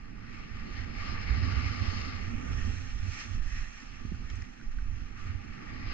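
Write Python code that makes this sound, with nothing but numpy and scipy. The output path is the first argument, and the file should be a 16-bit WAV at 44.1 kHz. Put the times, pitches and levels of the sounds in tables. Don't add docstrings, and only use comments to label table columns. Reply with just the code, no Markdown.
import sys
import numpy as np
from scipy import signal
from scipy.io import wavfile
from scipy.ndimage import uniform_filter1d

SR = 44100
rng = np.random.default_rng(int(sys.argv[2]) if len(sys.argv) > 2 else 0)


def int16_out(signal):
    q = np.round(np.clip(np.atleast_2d(signal).T, -1, 1) * 32767)
    wavfile.write(sys.argv[1], SR, q.astype(np.int16))


N = 261513
TIME = np.arange(N) / SR


def amp(db):
    return 10 ** (np.asarray(db) / 20)


def summed_db(*levels_db):
    return 10 * np.log10(sum(amp(db) ** 2 for db in levels_db))


def evened(x):
    return x / np.sqrt(np.mean(abs(x) ** 2) + 1e-20)


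def curves(rows, t, scale=np.asarray):
    points, *columns = np.transpose(rows)
    return [np.interp(scale(t), scale(points), column) for column in columns]


def spectra(x, size):
    return signal.stft(x, SR, nperseg=size, noverlap=size - size // 4)


def sound(z, size):
    return signal.istft(z, SR, nperseg=size, noverlap=size - size // 4)[1][:, :N]


def bump(hz, centre_hz, width_hz):
    return 1 / (1 + (2 * (hz - centre_hz) / width_hz) ** 2)


def patches(shape, bins, frames):
    field = uniform_filter1d(rng.standard_normal(shape), max(round(bins), 1), axis=0)
    return evened(uniform_filter1d(field, max(round(frames), 1), axis=1))


def at_ports(z, hz, colour, link):
    left_db, right_db = curves(colour, hz[:, None], np.log1p)
    same, phase = curves(link, hz[:, None], np.log1p)
    shared = same * np.exp(1j * phase) * z[0]
    own = np.sqrt(1 - same ** 2) * z[1]
    return np.array([amp(left_db) * z[0], amp(right_db) * (shared + own)])


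# time_s, roar_db
AIR_SPEED = [(0, -54.5), (1.05, -46), (2.65, -46), (2.85, -52), (3.4, -54.5), (3.65, -60.5), (4.1, -53),
             (4.7, -57), (5.0, -58), (5.93, -47.5)]
# start_s, length_s, buffeting_db, moan_db
GUST_EVENTS = [(0.516, 0.045, -37, -40), (1.064, 0.34, -35.5, -47.5), (1.307, 0.38, -55, -30),
               (1.778, 0.17, -58, -35.5), (2.346, 0.018, -34.5, -50), (2.483, 0.36, -37.5, -36.5),
               (2.898, 0.14, -35, -58), (3.034, 0.065, -43, -33.5), (3.259, 0.086, -50, -40),
               (3.347, 0.041, -30.5, -40.5), (3.391, 0.098, -33, -44), (3.514, 0.11, -34, -47),
               (4.05, 0.17, -42.5, -42), (4.309, 0.12, -62, -37), (4.648, 0.3, -32, -59),
               (4.854, 0.18, -39.5, -43), (5.248, 0.11, -44, -36.5), (5.796, 0.19, -39.5, -44.5)]
# middle_s, length_s, buffeting_drop_db, moan_drop_db (below 0 lifts)
SHELTERED = [(0.316, 0.74, 4, 12.5), (1.447, 0.35, 7, -2.5), (3.173, 0.14, 5, 7), (3.785, 0.23, 6, 18),
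             (4.6, 0.24, 9, 33), (5.603, 0.12, 12.5, 14.5)]
BUFFET_DB, BUFFET_FOLLOWS = -42.5, 0.12
MOAN_OVER_DB, GUST_ROAR_DB = 3, -17
GUST_RISE_S, GUST_FALL_S = 0.017, 0.04
GUST_SAG_DB_PER_S = 21


def airflow():
    roar_db = curves(AIR_SPEED, TIME)[0]
    buffet_db = BUFFET_DB + BUFFET_FOLLOWS * (roar_db + 53.0)
    moan_db = roar_db + MOAN_OVER_DB
    for middle, length, buffet_drop_db, moan_drop_db in SHELTERED:
        shelter = np.exp(-(2 * (TIME - middle) / length) ** 2)
        buffet_db = buffet_db - buffet_drop_db * shelter
        moan_db = moan_db - moan_drop_db * shelter
    for start, length, gust_buffet_db, gust_moan_db in GUST_EVENTS:
        before = (start - TIME) / GUST_RISE_S
        after = (TIME - start - length) / GUST_FALL_S
        away_db = -20 * np.maximum(np.maximum(before, after), 0)
        away_db -= GUST_SAG_DB_PER_S * np.maximum(TIME - start, 0)
        buffet_db = summed_db(buffet_db, gust_buffet_db + away_db)
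        moan_db = summed_db(moan_db, gust_moan_db + away_db)
        roar_db = summed_db(roar_db, gust_moan_db + GUST_ROAR_DB + away_db)
    return [buffet_db, moan_db, roar_db]


# frequency_hz, left_db, right_db
AIR_COLOUR = [(25.7, -2.5, 5.5), (69, -4.5, 7), (95.8, -8, 4), (128, -12, -15.5), (175, -24, -20.5),
              (233, -24.5, -15), (360, -33, -29), (466, -32.5, -30.5), (890, -31, -29)]
# frequency_hz, likeness (0-1),
# phase of right against left (radians)
AIR_PORT_LINK = [(20, .93, .2), (60, .7, .7), (95, .92, 1.1), (160, .25, 0), (260, .75, -1.1),
                 (400, .35, -2.5), (560, .88, -3.1), (950, .8, -2.7)]
# centre_hz, width_hz, lift_db
CAVITIES = [(95.5, 17, 7), (819, 71, 6.5)]


def wind(patchy_db=0.57, lumpy_db=(1.5, 2.2, 2.1, 1.2, .6), rush_db=-9.0, scrape_db=-32, wander_share=0.063):
    hz, t, z = spectra(rng.standard_normal((2, N)), size=4096)
    wander = 1 + wander_share * patches((1, len(t)), 1, 6)
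    lift_db = sum(bump(hz[:, None], centre * wander, width) * db for centre, width, db in CAVITIES[:1])
    lift_db = lift_db + sum(bump(hz[:, None], centre, width) * db for centre, width, db in CAVITIES[1:])
    uneven_db = patchy_db * patches(z.shape[1:], 4, 2)
    z = at_ports(z, hz, AIR_COLOUR, AIR_PORT_LINK) * amp(lift_db + uneven_db)

    air_db = airflow()
    pressure_db = hiss_db(TIME)
    rush = rush_db + 0.53 * pressure_db + 0.73 * air_db[2]
    scrape = scrape_db + 0.71 * pressure_db
    levels_db = air_db + [rush, scrape]
    under = [0] + [1 / (1 + (hz / edge_hz) ** 8) for edge_hz in (50, 140, 430, 700, 1080)]
    out = 0
    for low, high, level_db, depth_db in zip(under, under[1:], levels_db, lumpy_db):
        part = sound(z * (high - low)[:, None], size=4096)
        lumps = patches((1, N), 1, 1900)[0]
        gain = signal.oaconvolve(amp(level_db + depth_db * lumps), np.hanning(800) / 400, "same")
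        out = out + gain * part / np.std(part.mean(0))
    return out


# loudest_s, level_db, rise_s, fall_s, crispest_hz
THROWN_SNOW = [(.34, -55.5, 0.058, 0.15, 2510), (0.789, -50.5, 0.067, 0.053, 1910),
               (3.19, -49.5, 0.12, 0.097, 2230), (3.559, -53.5, 0.18, 0.15, 1860),
               (3.771, -57, 0.047, 0.09, 2480), (4.3, -58, 0.023, 0.18, 2440),
               (4.999, -63, 0.087, 0.078, 2730), (5.3, -56, 0.16, 0.045, 1295)]


def swishes_db(t):
    return [db - 9 * ((t - peak) / np.where(t < peak, rise, fall)) ** 2
            for peak, db, rise, fall, _ in THROWN_SNOW]


# time_s, hiss_db
SKI_PRESSURE = [(0, -59.5), (.5, -54), (.68, -51), (.93, -51), (.98, -46), (1.1, -43.5), (2.0, -42.5),
                (2.3, -49.5), (2.61, -48.5), (3.02, -54), (3.37, -54), (3.415, -64.5), (3.43, -56.5),
                (4.0, -55.5), (4.68, -60), (5.05, -57.5), (5.4, -55.5), (5.82, -49), (5.93, -43.5)]


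def hiss_db(t):
    return summed_db(curves(SKI_PRESSURE, t)[0], *swishes_db(t))


# time_s, share of loose spray against edge carving (0-1), treble_db
TURN_COLOUR = [(0, 0.33, 0), (.95, 0.2, -3), (1.14, 0.03, -2.5), (1.17, .15, -13), (1.21, 0.08, -5),
               (2.15, 0.13, -2), (2.35, 0.59, -6.5), (2.8, 0.69, 1.5), (3.2, 0.6, 3.5), (3.7, 0.72, 3.5),
               (4.0, 0.48, 1.5), (4.7, 0.6, 3.5), (5.6, 0.39, -4), (5.93, 0, -3)]
# frequency_hz, left_db, right_db
CARVE_COLOUR = [(910, -18, -6), (1340, -5.5, -1.5), (1590, -5, -6), (2128, 5.5, 3), (2477, -4.5, -14.5),
                (3060, -2, -12.5), (3440, -13, -14.5), (4200, -10, -14), (4480, -10.5, -20.5),
                (5050, -6.5, -13.5), (5660, -14, -15), (6700, -19.5, -26), (7500, -35, -29),
                (8800, -66, -60.5), (11100, -81.5, -70)]
# frequency_hz, left_db, right_db
SPRAY_COLOUR = [(970, -10.5, -17), (1297, -3, 1.5), (1980, -1, -1), (2420, -14.5, 3), (3310, -6, -1.5),
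                (3640, -13, -15), (4040, -19, -7), (4570, -14.5, -15.5), (5300, -2.5, 0.5),
                (6800, -9.5, -8.5), (7560, -9.5, -15), (8460, -27, -24), (11400, -45, -51)]
# frequency_hz, likeness (0-1),
# phase of right against left (radians)
SNOW_PORT_LINK = [(950, .8, -2.7), (1080, .3, -4.5), (1200, .8, -5.6), (1500, .4, -6.8), (1900, .65, -7.3),
                  (2300, .65, -11.8), (2700, .4, -12.6), (3000, .6, -15.5), (4100, .4, -18),
                  (4650, .92, -21.7), (5000, .5, -22.9), (5500, .85, -21.4), (7500, .45, -21.6),
                  (8600, .2, -25)]
# centre_hz, width_hz, carving_lift_db, spray_lift_db
HOUSING_RESONANCES = [(1178.5, 82, 14.5, 8.5), (1840, 150, -2.5, 8), (2585, 160, 4, 3.5),
                      (4315, 120, 10, 7), (4940, 300, 7, -11.5), (6190, 230, -5.5, 8)]


def snow(crystals_per_s=2500, spread_db=1.0, grit_db=-5, patchy_db=1.13, flicker_db=0.82, restless_db=-0.5):
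    struck = rng.random(N) < crystals_per_s / SR
    sizes = amp(spread_db * np.minimum(rng.exponential(1, N), 4)) * struck
    cracks = evened(sizes) * rng.standard_normal((2, N))
    hz, t, z = spectra(rng.standard_normal((2, N)) + amp(grit_db) * cracks, size=1024)

    spray_share, treble_db = curves(TURN_COLOUR, t)
    spray_share = np.clip(spray_share, 0, 1)
    body = (hz > 1000) & (hz < 3200)
    low_cut = 1 / (1 + (1030 / (hz[:, None] + 1)) ** 12)
    excited = [restless_db * patches((1, len(t)), 1, 14) for _ in HOUSING_RESONANCES]
    mix = 0
    for lift_column, colour, share in ((2, CARVE_COLOUR, 1 - spray_share), (3, SPRAY_COLOUR, spray_share)):
        lift_db = sum((row[lift_column] + drive_db) * bump(hz, *row[:2])[:, None]
                      for row, drive_db in zip(HOUSING_RESONANCES, excited))
        ports = at_ports(z, hz, colour, SNOW_PORT_LINK) * amp(lift_db) * low_cut
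        mix = mix + share * ports / np.std(ports.mean(0)[body])
    mix = mix / np.sqrt(spray_share ** 2 + (1 - spray_share) ** 2)

    treble = 1 / (1 + (3300 / (hz + 1)) ** 8)
    treble_db = treble_db + 0.54 * (hiss_db(t) + 49.0)
    field_db = treble[:, None] * treble_db + patchy_db * patches(z.shape[1:], 12, 10)
    glide_db = curves(SKI_PRESSURE, t)[0]
    for swish_db, row in zip(swishes_db(t), THROWN_SNOW):
        added_db = summed_db(glide_db, swish_db) - glide_db
        field_db += 1.1 * added_db * bump(hz, row[-1], width_hz=600)[:, None]
    field_db += flicker_db * patches((1, len(t)), 1, 3)
    hiss = sound(mix * amp(field_db), size=1024)
    return amp(hiss_db(TIME)) * hiss / np.std(hiss.mean(0))


KNOCK_LENGTH = 4000
KNOCK_TIME = np.arange(KNOCK_LENGTH) / SR


def tone_pair(hz, ratio):
    return np.sin(2 * np.pi * hz * KNOCK_TIME) + .5 * np.sin(2 * np.pi * ratio * hz * KNOCK_TIME)


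# start_s, ring_db, ring_hz, snap_db, snap_hz
ICE_TICKS = [(3.425, -42.5, 1800, -62, 4200), (4.147, -42, 1450, -59, 4570),
             (4.3005, -45, 3160, -44.5, 5260), (4.356, -64, 1840, -49, 6200),
             (4.421, -39, 1980, -45.5, 5200), (4.5986, -44, 1450, -64, 4050),
             (4.6125, -40.5, 1550, -56, 4250), (4.786, -37, 1540, -59, 4340)]


def ticks():
    out, t = np.zeros((2, N + KNOCK_LENGTH)), KNOCK_TIME
    for start, ring_db, ring_hz, snap_db, snap_hz in ICE_TICKS:
        ring_shape = amp(ring_db - 60 * t / 0.019) * (1 - np.exp(-t / 0.00053))
        ring = ring_shape * tone_pair(ring_hz, 1.22)
        splinter = np.exp(-((t - .0012) / 0.0006) ** 2)
        grains = uniform_filter1d(patches((1, KNOCK_LENGTH), 1, 30) ** 2, size=20)
        crumbs = amp(-20 - 60 * t / 0.059) * grains
        snap = amp(snap_db) * (splinter + crumbs) * tone_pair(snap_hz, 1.27)
        out[:, round(start * SR):][:, :KNOCK_LENGTH] += amp([[-1.5], [1.5]]) * (ring + snap)
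    return out[:, :N]


# start_s, level_db, starting_pitch_hz
HELMET_BUMPS = [(4.0488, -28.5, 205), (4.118, -25.5, 225)]


def bumps():
    out, t = np.zeros((2, N + KNOCK_LENGTH)), KNOCK_TIME
    for start, db, hz in HELMET_BUMPS:
        turns = hz * (t - 14 * t ** 2)
        wave = np.sin(2 * np.pi * turns + [[1.], [0]])
        push = amp(db - 9 * (t / .008) ** 2) * np.minimum(t / .0035, 1) ** 2 * wave
        thud_shape = amp(db - 6 - 60 * t / .12) * np.minimum(t / .008, 1)
        thud = -thud_shape * np.sin(2 * np.pi * 78 * t)
        out[:, round(start * SR):][:, :KNOCK_LENGTH] += amp([[-6.5], [3]]) * (push + thud)
    return out[:, :N]


def scene():
    return wind() + snow() + ticks() + bumps()


EDGE_HZ = 12900


def record(dry):
    soft = signal.sosfilt(signal.butter(2, 9000, fs=SR, output="sos"), dry)
    hiss = signal.sosfilt(signal.butter(2, 7000, fs=SR, output="sos"), rng.standard_normal(dry.shape))
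    soft = soft + amp(-76.0) * hiss
    band_limit = signal.firwin(511, EDGE_HZ, window=("kaiser", 9), fs=SR)
    return signal.oaconvolve(soft, band_limit[None], "same")


dry = scene()
out = record(dry)
int16_out(out)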